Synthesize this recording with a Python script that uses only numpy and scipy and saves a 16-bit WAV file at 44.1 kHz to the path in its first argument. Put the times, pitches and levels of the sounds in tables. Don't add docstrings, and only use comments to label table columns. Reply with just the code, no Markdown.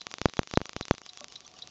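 import sys
import numpy as np
from scipy import signal
from scipy.fft import rfft, irfft, next_fast_len
from scipy.io import wavfile
from scipy.ndimage import uniform_filter1d, map_coordinates

SR = 44100
rng = np.random.default_rng(int(sys.argv[2]) if len(sys.argv) > 2 else 0)


def unload_audio(sound):
    columns = np.transpose(np.atleast_2d(sound))
    steps = np.round(np.clip(columns, -1, 1) * 32767)
    wavfile.write(sys.argv[1], SR, steps.astype(np.int16))


def nominal_scale(level):
    x = np.asarray(level, float) / 20
    return 10 ** x


N = 74970

# t/s, level/dB
TURNS = [
    (.0084, -38),
    (0.2855, -42),
    (0.5549, -38.5),
    (0.8249, -38.5),
    (1.0904, -38.5),
    (1.3562, -36),
    (1.6211, -34.5),
]
# t/s, spike level/dB, kick level/dB
ARCS = [(.2159, -0.5, -10.5), (0.2573, 0, 7), (.286, -27, -22), (0.3923, -11, 2.5), (0.4159, -57, -26),
        (0.538, -4, -10), (0.574, -15, 7), (0.6045, -42, -22), (0.6155, -13.5, -10), (0.7648, -4, -10.5),
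        (.81054, -3.5, -10.5), (0.9106, -20, 6.5), (0.9408, -55, -22.6)]


def unit(x):
    return x / np.sqrt(np.mean(x ** 2) + 1e-20)


def filtered(x, response):
    m = next_fast_len(N + 8192)
    return irfft(rfft(x, m) * response(1j * np.fft.rfftfreq(m, 1 / SR)), m)[:N]


def along(points, hz):
    f, db = np.transpose(points)
    return nominal_scale(np.interp(np.log(hz + 1), np.log(f + 1), db))


def impulses(s, db):
    at = np.asarray(s)[:, None] * SR
    k = np.floor(at) + np.arange(-15, 17)
    shape = np.sinc(k - at) * np.cos(np.pi * (k - at) / 32) ** 2
    weights = shape * nominal_scale(db)[:, None]
    return -np.bincount(k.astype(int).ravel(), weights.ravel(), N)[:N]


def wobble(rate):
    knots = rng.standard_normal(int(N * rate / SR) + 4)
    return map_coordinates(knots, [np.arange(N) * rate / SR])


def rush(colour, patchy_db):
    z = signal.stft(rng.standard_normal(N + 512), nperseg=256)[2]
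    field = uniform_filter1d(rng.standard_normal(z.shape), size=3, axis=0)
    field = unit(uniform_filter1d(field, size=4, axis=1))
    noise = signal.istft(z * nominal_scale(patchy_db * field), nperseg=256)[1][:N]
    return unit(filtered(noise, lambda j: colour(j.imag)))


def strike(out, s, modes, db, spread_db, detune, attack_s, rough):
    t = np.arange(SR // 5) / SR
    start = round(s * SR)
    for hz, level, t60 in modes:
        louder, sharper, phase = rng.standard_normal(3)
        phase_knots, level_knots = rng.standard_normal((2, 84))
        phase_drift = rough * np.interp(400 * t, np.arange(84), phase_knots)
        swell = rough * np.interp(400 * t, np.arange(84), level_knots)
        ring = np.sin(2 * np.pi * hz * (1 + detune * sharper) * t + 2 * phase + phase_drift)
        ring *= 1 - np.exp(-t / attack_s)
        ring_db = db + level + spread_db * louder + 4 * swell - 60 * t / t60
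        out[start:start + len(t)] += nominal_scale(ring_db) * ring


def turn_edges():
    start = np.array(TURNS)[:, 0]
    return np.append(start, 2 * start[-1] - start[-2])


def wooden_frame():
    # f/Hz, level/dB per Hz
    rumble = [(18, -34), (30, -7), (136, 0), (174, -1), (247, -0.5), (473, -2), (1120, -6), (2000, -20.5),
              (2600, -37), (4400, -120)]
    # f/Hz, width/Hz, level/dB
    resonances = [(728, 14, 11), (1150, 60, 5)]
    # t/s, level/dB
    shake = [
        (0.0, -65),
        (0.132, -63.5),
        (0.43, -69),
        (0.558, -66),
        (0.8, -66.5),
        (0.98, -68.5),
        (1.258, -62.5),
        (1.7, -60),
    ]

    def colour(hz):
        peaks = sum(nominal_scale(db) / (1 + (2 * (hz - c) / width) ** 2) for c, width, db in resonances)
        return along(rumble, hz) * (1 + peaks)

    shake_db = np.interp(np.arange(N) / SR, *np.transpose(shake))
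    return nominal_scale(shake_db - 0.5 + 0.7 * wobble(25)) * rush(colour, patchy_db=2.5)


def brushes():
    # f/Hz, level/dB per Hz
    hiss = [(710, -35), (1200, -12.5), (1670, -11), (3420, -2), (6110, -4), (7100, -8.5), (8000, -7),
            (10400, -48), (17600, -120)]
    # share of the turn [0-1], level/dB
    rub = [(0, 1.5), (.2, 0.5), (.3, -0.5), (.4, 1.5), (.55, -0.5), (.7, -3), (.9, 3.5)]
    edges = turn_edges()
    share = np.interp(np.arange(N) / SR, edges, np.arange(len(edges))) % 1
    rub_db = np.interp(share, *np.transpose(rub), period=1)
    return nominal_scale(-60 + rub_db + 1.6 * wobble(60)) * rush(lambda hz: along(hiss, hz), patchy_db=2.5)


def drive():
    # f/Hz, level/dB, t60/s
    clink = [(3305, -11, .035), (3525, -7, .05), (3610, -11, .04), (3830, 0, .05), (3955, -9, .045),
             (4048, -1, .055), (4360, -11, .035), (4690, -6, .028), (5040, -10, .025), (5580, -11, .035)]
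    # share of the turn [0-1], f/Hz, level/dB, t60/s
    rattles = [(.3, 2950, -57.5, .03), (0.347, 3404, -43, 0.023), (.345, 5600, -46, .02),
               (.35, 6500, -49.5, .02), (.35, 745, -49, 0.023), (.38, 3380, -43.5, 0.018),
               (0.386, 1150, -56, 0.09), (0.409, 6000, -37, 0.015), (0.414, 4680, -49, 0.027),
               (.5, 3670, -49, 0.022), (.785, 2940, -50.5, 0.037), (.785, 5460, -45.5, 0.023),
               (0.844, 5450, -54.5, 0.04), (.86, 3350, -45.5, 0.022), (.875, 4870, -49.5, 0.049),
               (0.899, 1144, -55.5, 0.048), (0.901, 731, -56, 0.056), (0.909, 6500, -57.5, 0.015),
               (.935, 4780, -58, .025)]
    # f/Hz, level/dB, t60/s
    handle = [(242, -6.5, 0.21), (591, 3, .14), (754, 1.5, 0.041), (1130, -1, .08), (1330, -7, .04)]
    out = np.zeros(N + SR)
    for (start, db), length in zip(TURNS, np.diff(turn_edges())):
        strike(out, start, clink, db, spread_db=1.4, detune=1 / 1500, attack_s=.0004, rough=.13)
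        for share, hz, level_db, t60 in rattles:
            modes = [(hz, 0, t60), (1.2 * hz, -5, t60)]
            strike(out, start + share * length, modes, level_db,
                   spread_db=2.0, detune=0.013, attack_s=0.0011, rough=.3)
    strike(out, 1.2115, handle, -47.5, spread_db=0.5, detune=0, attack_s=0.00037, rough=.13)
    return out[:N]


def snaps():
    # t/s, spike level/dB, crack level/dB
    close = [(0.0164, -14, -14), (0.06854, -2.5, -42), (0.1144, -11.5, -13), (0.1401, -3, -39),
             (0.1843, -8.5, -37), (0.29713, -14, -18.5), (0.3369, -10, -35), (0.36967, -8, -33.8),
             (0.43237, -9.5, -36.4), (0.47404, -13, -16.5), (0.5124, -9.5, -43), (0.6565, -8, -38),
             (0.69387, -7, -47), (0.7323, -14, -18.5), (0.8537, -13.5, -12), (0.88277, -9.5, -13),
             (0.9501, -19, -19.5), (0.9817, -13.5, -17)]
    # t/s, spike level/dB, crack level/dB
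    apart = [(1.0169, -12.5, -50), (1.06364, -16, -13), (1.0974, -35, -20), (1.1341, -45, -16.5),
             (1.1741, -17.5, -11), (1.20742, -21.5, -10.5), (1.2437, -11, -11.5), (1.2834, -38, -15.5),
             (1.32342, -22.5, -16), (1.36052, -27.5, -15), (1.40599, -50, -16), (1.4786, -42.5, -16),
             (1.5154, -48, -25), (1.5399, -28, -23.5), (1.5897, -25, -19), (1.61723, -57, -27),
             (1.6743, -53, -13.5)][1:]
    # t/s, spike level/dB, crack level/dB
    twin = [
        (1.01698, -17.5, -45),
        (1.01712, -17.5, -45),
    ]
    arc, snap = np.array(ARCS), np.vstack([close, apart, twin])
    spike = impulses(arc[:, 0], arc[:, 1]) + impulses(snap[:, 0], snap[:, 1])
    crack = filtered(impulses(snap[:, 0], snap[:, 2]), lambda j: j / 4000)

    def reflected(j):
        echo = .16 * np.exp(-2 * np.pi * j * .000828)
        late = -.09 * np.exp(-2 * np.pi * j * .00124)
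        return (1 + echo + late) * j / (j + 160)

    t = np.arange(SR // 20) / SR
    tail = rng.standard_normal(len(t)) * nominal_scale(-60 * t / .02) * (t > .0004)
    tail = nominal_scale(-19) * tail / np.linalg.norm(tail)
    answer = signal.fftconvolve(spike + crack, tail)[:N]
    return filtered(spike + crack, reflected) + filtered(answer, lambda j: (j / (j + 3000)) ** 2)


def kicks():
    arc = np.array(ARCS)
    bright = arc[:, 2] > 5
    coupling_hz = 103

    def kick(rows, fall_hz, extra_db):
        push = impulses(rows[:, 0], rows[:, 2] + extra_db)
        return filtered(push, lambda j: 3000 * j / (j + fall_hz) / (j + coupling_hz))

    return kick(arc[~bright], 188, 0) + kick(arc[bright], 247, 1.6)


def sparks():
    # f/Hz, Q
    front = [(6740, 1.95), (3520, 0.63)]

    def response(j):
        return np.prod([1 / (1 + j / (hz * q) + (j / hz) ** 2) for hz, q in front], axis=0)

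    return filtered(snaps() + kicks(), response)


def scene():
    return (wooden_frame() + brushes() + drive() + sparks())[None]


def band_limit(x):
    return signal.sosfilt(signal.butter(12, 16200, fs=SR, output="sos"), x)


def record(dry):
    overload, knee = 0.67, 26
    top_hz, steepness = 7304, 25.3
    full_scale = .702
    x = dry[0] / (1 + np.abs(dry[0] / overload) ** knee) ** (1 / knee)
    x = filtered(x, lambda j: 1 / (1 + (j.imag / top_hz) ** steepness))
    return band_limit(np.clip(x, -full_scale, full_scale)[None])


dry = scene()
out = record(dry)
unload_audio(out)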